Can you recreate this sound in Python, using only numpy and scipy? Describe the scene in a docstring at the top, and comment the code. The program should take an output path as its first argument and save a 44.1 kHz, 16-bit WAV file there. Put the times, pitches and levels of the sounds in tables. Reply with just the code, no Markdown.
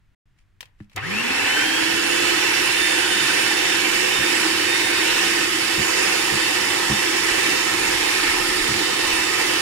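"""A switch clicks, a hand mixer bumps a plastic bowl, and its motor growls up to speed with a rising fan whine.
Gears and beaters then rattle steadily as it whips batter; now and then the blades drum on the bowl.
One rotor speed curve drives rattle, hum, whine and air: shaped noise rings the housing, sines follow the turns.
Clicks, knocks, a clank and grip rustles are short rings or noise swells over a quiet kitchen floor.
Near the start the sound cuts out for a moment."""
import sys
import numpy as np
from scipy import signal
from scipy.fft import rfft, irfft
from scipy.io import wavfile
from scipy.ndimage import uniform_filter1d

SR = 44100
rng = np.random.default_rng(int(sys.argv[2]) if len(sys.argv) > 2 else 0)


def file_out(sig):
    """Save sig as 16-bit WAV at sys.argv[1]."""
    # one column per channel
    cols = np.atleast_2d(sig).T
    # limit, then scale
    lim = np.clip(cols, -1, 1)
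    pcm = np.round(lim * 32767).astype(np.int16)
    wavfile.write(sys.argv[1], SR, pcm)


N = 423801
TIME, FREQS = np.arange(N) / SR, np.fft.rfftfreq(N, 1 / SR)
TOP_SPEED = 364  # nominal working speed, rotor turns per second
GEAR_RATIO = 21  # rotor turns per beater turn


def amp(db):
    """Decibels to gain."""
    return 10 ** (np.asarray(db) / 20)


def unit(x):
    """Scales to rms 1."""
    return x / np.sqrt(np.mean(x ** 2) + 1e-20)


def curves(rows):
    """Each value column of a timed table, interpolated at every sample."""
    s, *columns = np.transpose(rows)
    return [np.interp(TIME, s, c) for c in columns]


def read(points, hz):
    """Reads a spectrum on a log-frequency axis."""
    f, value = np.transpose(points)
    return np.interp(np.log(hz + 1), np.log(f + 1), value)


def shaped(x, gain):
    """Filters by a gain for each frequency."""
    return irfft(rfft(x) * gain, N)


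def wander(hz):
    """Random drift of rms 1, up to about hz."""
    return unit(shaped(rng.standard_normal(N), np.exp(-(FREQS / hz) ** 2)))


def bell(x, centre, half_width):
    """A Gaussian bump of height 1; half_width is its standard deviation."""
    return np.exp(-.5 * ((x - centre) / half_width) ** 2)


def swells(rows):
    """Gain of a row of events that each rise and fall smoothly."""
    return sum(amp(db) * bell(TIME, s, half) for s, half, db in rows)


def lift(rings, hz):
    """Decibels that a set of resonances adds at hz."""
    return sum(db * bell(hz, centre, width) for centre, width, db in rings)


def add(mix, s, sound):
    """Mixes a sound in at s seconds."""
    part = mix[..., round(s * SR):][..., :sound.shape[-1]]
    part += sound[..., :part.shape[-1]]


def tone(phase, pan_db, lead):
    """A sine in two channels, panned left by pan_db, with the left leading by lead radians."""
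    left = amp(pan_db / 2) * np.cos(phase + lead)
    right = amp(-pan_db / 2) * np.cos(phase)
    return np.sqrt(2) * np.array([left, right])


def room_floor(spread=.45, floor_db=-59.5):
    """Low rumble and faint hiss of the quiet kitchen, as shaped noise."""
    # relative noise spectrum: (frequency [Hz], level [dB per Hz])
    floor_spectrum = [(20, 2), (45, 2), (65, -3), (100, 2), (150, -8), (230, -20), (330, -20), (480, -30),
                      (800, -29), (1800, -24), (4000, -35), (15000, -50)]
    mid, side = shaped(rng.standard_normal((2, N)), amp(read(floor_spectrum, FREQS)))
    return amp(floor_db) * unit(np.array([mid + spread * side, mid - spread * side]))


def housing_gain():
    """The broad rattle spectrum with the resonances of the mixer and bowl standing on it."""
    # broad relative spectrum of the rattle: (frequency [Hz], level [dB per Hz])
    rattle_spectrum = [(30, -35), (100, -11.5), (170, -12.5), (260, -9), (430, 1), (620, -12.5), (720, -14),
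                       (800, -8), (1300, -7.5), (2400, -3.5), (4000, -7.5), (6300, -18), (10500, -20),
                       (15500, -28.5)]
    # resonances of housing, beaters and bowl: (frequency [Hz], half width [Hz], lift [dB])
    housing_rings = [(200, 8.2, 3.5), (516, 25, 6.5), (759, 7.7, 6), (866, 195, 4.5), (1040, 31, 2),
                     (1269, 27, 7), (1597, 150, 4.5), (1855, 87, 8.5), (2028, 21, 7.5), (2260, 131, 7),
                     (2598, 60, 6.5), (2709, 38, 6.5), (2996, 76, 7), (3200, 130, 1.5), (4270, 36, 4),
                     (4820, 186, 4.5), (5640, 410, 7.5), (6974, 385, 7.5), (7740, 244, 6.5), (8140, 66, 5),
                     (9310, 430, 8.5), (11600, 215, 2.3)]
    return amp(read(rattle_spectrum, FREQS) + lift(housing_rings, FREQS))


def grip_rustle(grain_db=3):
    """Skin rubs the plastic housing in small uneven slips as the hand shifts its grip."""
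    # grip shifts: (time [s], half length [s], level [dB])
    grips = [(.4, .018, -67), (.822, 0.026, -63), (.935, 0.017, -60)]
    rub = shaped(rng.standard_normal((2, N)), housing_gain() * FREQS / (FREQS + 900))
    return swells(grips) * unit(rub * amp(grain_db * wander(120)))


def switch_clicks(ring_t60=0.038, click_db=1):
    """The switch snaps and the gears take up play; each click is a brief decaying noise ring of plastic."""
    # clicks, levels before trim: (time [s], level [dB], treble tilt [dB], left-right [dB])
    clicks = [(.6068, -25.5, 9, 5), (0.628, -33, -7, 2.5), (.6555, -45, 4, 0), (.8032, -41.5, -38, 7),
              (.8975, -50, 1, 3.5), (.917, -50, -15, 4.5), (0.9616, -23, 17, 1), (0.978, -22, -19, 5)]
    # click spectrum: (frequency [Hz], level [dB])
    click_colour = [(200, -16), (700, -7), (1500, -3), (2900, 0.5), (4000, -3), (6000, -11), (9000, -16),
                    (15000, -20)]
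    out, t = np.zeros((2, N)), np.arange(4096) / SR
    hz = np.fft.rfftfreq(len(t), 1 / SR)
    treble = hz ** 2 / (hz ** 2 + 3500 ** 2)
    for s, db, treble_db, pan_db in clicks:
        colour = amp(read(click_colour, hz) + treble_db * treble)
        noise = rng.standard_normal((2, len(t)))
        ring = unit(irfft(rfft(noise) * colour)) * amp(-60 * t / ring_t60)
        sides = amp([[pan_db / 2], [-pan_db / 2]])
        add(out, s, 0.57 * amp(db + click_db) * sides * ring)
    return out


def bowl_knocks(speed, knock_db=-5, soft_s=0.0021, jitter_s=0.002, beater_blades=4):
    """Blade after blade strikes the damped plastic bowl; the batter softens each attack."""
    # knocks on the bowl, levels before trim: (time [s], level [dB], blade strikes [count])
    knocks = [(.803, -25.5, 1), (4.183, -23, 3), (5.775, -18, 3), (6.318, -20.5, 3), (6.893, -14, 3),
              (8.683, -21, 3), (8.741, -24, 2)]
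    # decaying modes of the bowl: (frequency [Hz], relative level [dB], t60 [s])
    bowl_modes = [(79, 2, 0.042), (102, 1, 0.091), (138, -1.5, 0.069), (207, -6.5, 0.2), (306, -2.5, 0.064),
                  (1730, -19, 0.06)]
    out, t = np.zeros(N), np.arange(SR // 4) / SR
    thud = sum((-1) ** k * amp(db - 60 * t / t60) * np.sin(2 * np.pi * hz * t)
               for k, (hz, db, t60) in enumerate(bowl_modes))
    thud *= 1 - np.exp(-t / soft_s)
    for s, db, count in knocks:
        blade_gap = GEAR_RATIO / beater_blades / max(np.interp(s, TIME, speed), 1)
        for k in range(count):
            late = k * blade_gap + min(k, 1) * jitter_s * rng.uniform(-0.8, 1)
            strength = np.sin(np.pi * (k + 1) / (count + 1))  # a group swells and fades
            add(out, s + late, amp(db + knock_db) * strength * thud)
    return out


def rotor_speed(start_s=.939, surge_share=.465, surge_s=.104, creep_s=.512):
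    """Rotor turns per second: a quick surge, then a slow creep to the working speed."""
    # the batter gives way or holds back a little: (time [s], speed gained [turns/s])
    ease = [(1.1, 0), (1.23, -11), (1.38, 1), (2, -2.5), (2.8, -.2), (4, -.2), (5.3, 3), (6.2, -.2),
            (9, .6)]
    age = np.maximum(TIME - start_s, 0)
    missing = surge_share * np.exp(-age / surge_s) + (1 - surge_share) * np.exp(-age / creep_s)
    return (TOP_SPEED + curves(ease)[0]) * (1 - missing)


def slip(speed):
    """1 at a standstill, 0 at working speed."""
    return np.clip(1 - speed / TOP_SPEED, 0, 1)


def draught(speed, stream_db=-54.5, corner_hz=75, spread=0.3):
    """Lumpy low rumble of cooling air at the microphones: a stream that grows with speed, and puffs."""
    # puffs from the motor: (time [s], half length [s], level [dB])
    puffs = [(5.12, .04, -53), (7.32, .04, -49), (7.92, .08, -45), (8.37, 0.075, -38), (8.59, .04, -43),
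             (9.13, .05, -43)]
    rumble = FREQS / (FREQS + 8) / (1 + (FREQS / corner_hz) ** 3)
    mid, side = shaped(rng.standard_normal((2, N)), rumble)
    level = amp(stream_db) * speed / TOP_SPEED + swells(puffs)
    return level * unit(np.array([mid + spread * side, mid - spread * side]))


def starting_growl(speed, turns, growl_db=-42, second_db=-11, pulsing=0.88, grind_db=2, mains_db=-37,
                   mains_decay=0.12, mains_hz=50, rotor_slots=12, inrush_s=0.29, inrush_fall_s=.012):
    """Slots pass the poles, pulsed by mains half waves; tone and octave sweep stator rings till current falls."""
    # stator resonances: (frequency [Hz], half width [Hz], lift [dB])
    stator_rings = [(780, 99, -12), (1800, 160, 14), (2690, 260, 17.5)]
    slots = 2 * np.pi * rotor_slots * turns + .55 * wander(130)
    slot_hz = rotor_slots * speed
    age = np.maximum(TIME - .948, 0)
    half_waves = 4 * np.pi * mains_hz * age  # twice the mains frequency
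    pull = amp(lift(stator_rings, slot_hz)) * tone(slots, pan_db=5, lead=0.33)
    pull += amp(second_db + lift(stator_rings, 2 * slot_hz)) * tone(2 * slots, pan_db=2, lead=.5)
    inrush = (1 - np.tanh((age - inrush_s) / inrush_fall_s)) / 2  # starting current holds, then falls
    pulses = 1 + pulsing * np.cos(half_waves)
    growl = amp(growl_db) * inrush * pulses * unit(amp(grind_db * wander(70))) * pull
    mains = amp(mains_db) * np.exp(-age / mains_decay) * tone(half_waves, pan_db=5, lead=0)
    current = np.clip(age / .02, 0, 1)
    return current ** 2 * np.sqrt(slip(speed)) * growl + np.sqrt(current) * mains


def ports(direct, diffuse):
    """Two microphone ports hear a shared and a scattered part, with the left shaded in a frequency pattern."""
    # left-right balance: (frequency [Hz], left-right [dB])
    balance = [(150, -1.5), (300, -1.5), (360, -2.5), (520, -7), (700, -3), (1500, -4.5), (1750, -2),
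               (2000, -5.5), (3400, -3), (4000, -6), (6000, -10), (9400, -15), (11300, 0.5), (13500, -4.5)]
    # likeness of the two ports: (frequency [Hz], shared share [0-1])
    likeness = [(100, 0.98), (400, 0.89), (520, 0.92), (650, 0.49), (900, 0.91), (1500, 0.72), (2000, 0.41),
                (4400, 0.31), (7000, 0.1), (12000, .05)]
    # phase by which the left leads: (frequency [Hz], lead [radians])
    left_lead = [(0, 1), (260, 0.5), (780, -5), (1550, -6), (2410, -9.5), (2670, -12), (3010, -12),
                 (3450, -5), (4310, -3.5), (6460, -4.5), (10200, -17.5), (13800, -19), (15800, -2.4),
                 (16600, -3.3)]
    same, tilt_db = np.clip(read(likeness, FREQS), 0, 1), read(balance, FREQS)
    left = shaped(direct, same * np.exp(1j * read(left_lead, FREQS)))
    left += shaped(diffuse, np.sqrt(1 - same ** 2))
    sides = np.array([amp(tilt_db), np.ones_like(tilt_db)])
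    return shaped(np.array([left, direct]), sides / np.sqrt(np.mean(sides ** 2, axis=0)))


def reflections(x, size, sway_s=.00012, count=4):
    """Echoes off bowl and worktop ripple the spectrum; the ripples drift as the mixer is moved about."""
    treble, sway = shaped(x, FREQS / (FREQS + 1600)), wander(1.23)
    out = x.copy()
    delays = rng.uniform(0.002042, .007, count)  # seconds
    leans = rng.uniform(-0.54, 1, count)  # how far each echo follows the sway
    signs = rng.choice([-1, 1], count)
    for delay, lean, sign in zip(delays, leans, signs):
        out += sign * size * np.interp(TIME - delay - sway_s * lean * sway, TIME, treble)
    return out


def stirred(pair, patch_db=0.96, flutter_db=1.1, flare_width=0.042):
    """Circling the bowl turns resonances to the ports and away; the beaters' depth reweights the bands."""
    # depth of the beaters in the batter: (time [s], depth [dB at band weight 1])
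    depth_curve = [(1, 2.5), (1.55, -2), (1.95, -0.9), (3, -1.7), (3.9, -0.7), (4.9, -0.9), (5.8, -0.3),
                   (7.4, 0.76), (8.3, 0), (9.6, 1.1)]
    # single resonances stand out for a moment: (time [s], half length [s], frequency [Hz], lift [dB])
    flare_events = [(1.37, .1, 2650, 5), (1.6, 0.27, 1520, 2), (2.5, 0.11, 5680, 2), (3, 0.27, 9350, 3.5),
                    (6.15, .22, 5030, 1.5), (8.457, 0.16, 1310, 7)]
    hz, t, z = signal.stft(pair, SR, nperseg=1024, noverlap=768)
    slow, fast = rng.standard_normal((2, len(hz), len(t)))
    patches = unit(uniform_filter1d(uniform_filter1d(slow, size=9, axis=0), size=48, axis=1))
    flutter = unit(uniform_filter1d(uniform_filter1d(fast, size=5, axis=0), size=5, axis=1))
    depth = np.interp(t, *np.transpose(depth_curve))
    # response to depth: (Hz, weight)
    weight = read([(500, -0.2), (900, -0.34), (1280, 1.0), (1550, -2.8), (1900, 0.35), (2650, -1.35),
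                   (4000, -0.14), (7000, -0.032)], hz)
    flares = sum(db * bell(t, s, half) * bell(hz[:, None], f, flare_width * f)
                 for s, half, f, db in flare_events)
    z = z * amp(patch_db * patches + flutter_db * flutter + flares + weight[:, None] * depth)
    return signal.istft(z, SR, nperseg=1024, noverlap=768)[1][:, :N]


def gear_rattle(speed, turns, throb=0.015, chatter=0.025, tooth_share=0.3, teeth_per_s=2500, uneven_db=0.34):
    """Tooth impacts and brush friction ring the housing, throbbing twice per beater turn; speed brightens it."""
    # levels at working speed, and how much weaker each is at a standstill [dB]
    rattle_db, rattle_slow_db, rattle_bend = -21, 41.5, 2.97
    sizzle_db, sizzle_slow_db = -4, 16  # treble, relative to the rattle
    jolt_s, jolt_length_s, jolt_db = 0.96, 0.025, -24.5  # the gears shudder as they take up the drive
    beater = 2 * np.pi * (turns / GEAR_RATIO + 0.066 * wander(2.3))
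    load = 1 + throb * np.cos(2 * beater) + chatter * wander(90)
    impacts = rng.random((2, N)) < teeth_per_s / SR
    teeth = unit(impacts * rng.uniform(-0.81, 1, (2, N)))
    friction = rng.standard_normal((2, N))
    drive = load * (tooth_share * teeth + friction)
    heard = ports(*shaped(drive, housing_gain()))
    pair = stirred(np.array([reflections(side, size=.16) for side in heard]))
    high = 1 / (1 + (3800 / (FREQS + 1)) ** 8)
    body, sizzle = unit(shaped(pair, 1 - high)), unit(shaped(pair, high))
    level = amp(rattle_db - rattle_slow_db * slip(speed) ** rattle_bend + uneven_db * wander(3.9))
    jolt = amp(jolt_db) * bell(TIME, jolt_s, jolt_length_s)
    return (level + jolt) * body + level * amp(sizzle_db - sizzle_slow_db * slip(speed)) * sizzle


def rotor_hum(speed, turns, hum_db=-42, drone_db=-1, blur=0.65, drift=1.35, flutter_db=2.0, low_cut_hz=120):
    """Unbalance hums once a turn; the batter's uneven load adds a blurred drone of beater orders just below."""
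    # drag of the batter on the gears, before trim: (time [s], drone level [dB])
    drag = [(1.2, -46), (1.6, -37), (3.9, -32), (4.12, -42), (4.28, -29), (4.55, -30), (4.7, -33.5),
            (5.3, -31), (5.7, -33), (9.6, -33.5)]
    # beater orders in the drone: (multiple of beater speed, relative level [dB])
    drone_orders = [(17, -6.5), (18, -3), (19, 3.5), (20, -5)]
    # the casing answers the unbalance: (frequency [Hz], half width [Hz], lift [dB])
    casing_rings = [(337, 21.6, 9.5), (202, 70, 9.5)]
    angle, load = 2 * np.pi * turns, 1 - slip(speed)
    hum_level = amp(hum_db + lift(casing_rings, speed) + 2.0 * wander(17))
    hum = hum_level * tone(angle + .4 * load * wander(18), pan_db=-3.5, lead=-1.33)
    drone = 0
    for order, db in drone_orders:
        phase = order * angle / GEAR_RATIO + blur * wander(26) + drift * wander(5.3)
        drone = drone + amp(db) * tone(phase, pan_db=-3.0, lead=-0.5)
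    drone = unit(amp(flutter_db * wander(36)) * drone)
    return hum / (1 + (low_cut_hz / (speed + 1)) ** 4) + amp(curves(drag)[0] + drone_db) * drone


def fan_whine(speed, turns, whine_db=-1, half_db=-8, octave_db=-15, brush_db=-51, rough=0.23,
              fan_blades=10, rotor_slots=12, stroke_s=0.12, away_db=-46):
    """Fan blades whistle with an octave below and above, swelling at strokes; the commutator sings higher."""
    # stirring strokes swing the vents to the microphones: (time [s], whine level before trim [dB])
    strokes = [(1.53, -38), (1.72, -30), (2.3, -38), (2.82, -33), (3.15, -30.5), (3.65, -34.5),
               (4.2, -34.5), (4.74, -33.5), (5.18, -36.5), (5.65, -50), (6.15, -47), (6.45, -43),
               (7.05, -43), (7.58, -36), (8.2, -43), (8.76, -39), (9.13, -38)]
    angle = 2 * np.pi * turns + 0.032 * wander(14)
    blades = fan_blades * angle + rough * wander(150)
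    whine = tone(blades, pan_db=0.0, lead=0.17)
    whine += amp(half_db) * tone(blades / 2, pan_db=-2, lead=-0.31)
    whine += amp(octave_db) * tone(2 * blades, pan_db=3, lead=-2.3)
    brush_level = amp(brush_db) * np.clip(TIME - 1.1, 0, 1) * wander(30)
    brushes = brush_level * tone(2 * rotor_slots * angle, pan_db=-16, lead=0.63)
    facing = amp(away_db) + swells([(s, stroke_s, db) for s, db in strokes])
    return speed / TOP_SPEED * facing * amp(whine_db + 3.1 * wander(13)) * whine + brushes


def beater_clank(clank_s=.973, clank_db=-13):
    """The steel beaters ring once, as decaying sines, when the gears catch them."""
    # modes of the beaters: (frequency [Hz], relative level [dB], t60 [s])
    beater_modes = [(766, -18, 0.14), (2060, -12.5, .08), (2700, -28, .1)]
    out, t = np.zeros(N), np.arange(SR // 5) / SR
    ring = sum(amp(db - 60 * t / t60) * np.sin(2 * np.pi * hz * t) for hz, db, t60 in beater_modes)
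    add(out, clank_s, amp(clank_db) * ring)
    return out


def kitchen(x):
    """A short diffuse reverb of decaying noise, each band with its own decay time."""
    # reverb decay: (frequency [Hz], t60 [s])
    room_decay = [(100, 0.21), (1000, 0.44), (4000, 0.18), (14000, 0.18)]
    hz, t, z = signal.stft(rng.standard_normal((2, SR // 2)), SR, nperseg=256)
    decay = amp(-60 * t / read(room_decay, hz)[:, None])
    tail = signal.istft(z * decay, SR, nperseg=256)[1]
    return signal.fftconvolve(x, tail / np.linalg.norm(tail[0]), axes=1)[:, :N]


def scene(wet_db=-14):
    """One rotor drives every running sound; handling, knocks and growl also feed the room."""
    # the mixer is swung from mid-bowl over to the right: (time [s], left-right [dB])
    place = [(1, 4.2), (1.6, 1.5), (2.15, 0.1), (3, 0.3), (6, 0.5)]
    speed = rotor_speed()
    turns = np.cumsum(speed) / SR
    powered = np.clip((TIME - .952) / .022, 0, 1) ** 2
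    near = switch_clicks() + grip_rustle() + beater_clank() + bowl_knocks(speed)
    near = near + starting_growl(speed, turns)
    running = powered * (gear_rattle(speed, turns) + rotor_hum(speed, turns) + fan_whine(speed, turns))
    pan_db = curves(place)[0]
    placed = running * amp([pan_db / 2, -pan_db / 2])
    return placed + near + amp(wet_db) * kitchen(near) + draught(speed) + room_floor()


def record(dry, edge_hz=15800):
    """The sound cuts out for a moment near the start; then a steep low-pass limits the band."""
    # the silent moment: (start [s], end [s])
    dropout = (.148, .256)
    live = (TIME < dropout[0]) | (TIME > dropout[1])
    gate = uniform_filter1d(live * 1., size=128)  # softened edges
    edge = signal.firwin(511, edge_hz, window=("kaiser", 9), fs=SR)
    return signal.oaconvolve(dry * gate, edge[None], "same")


dry = scene()
out = record(dry)
file_out(out)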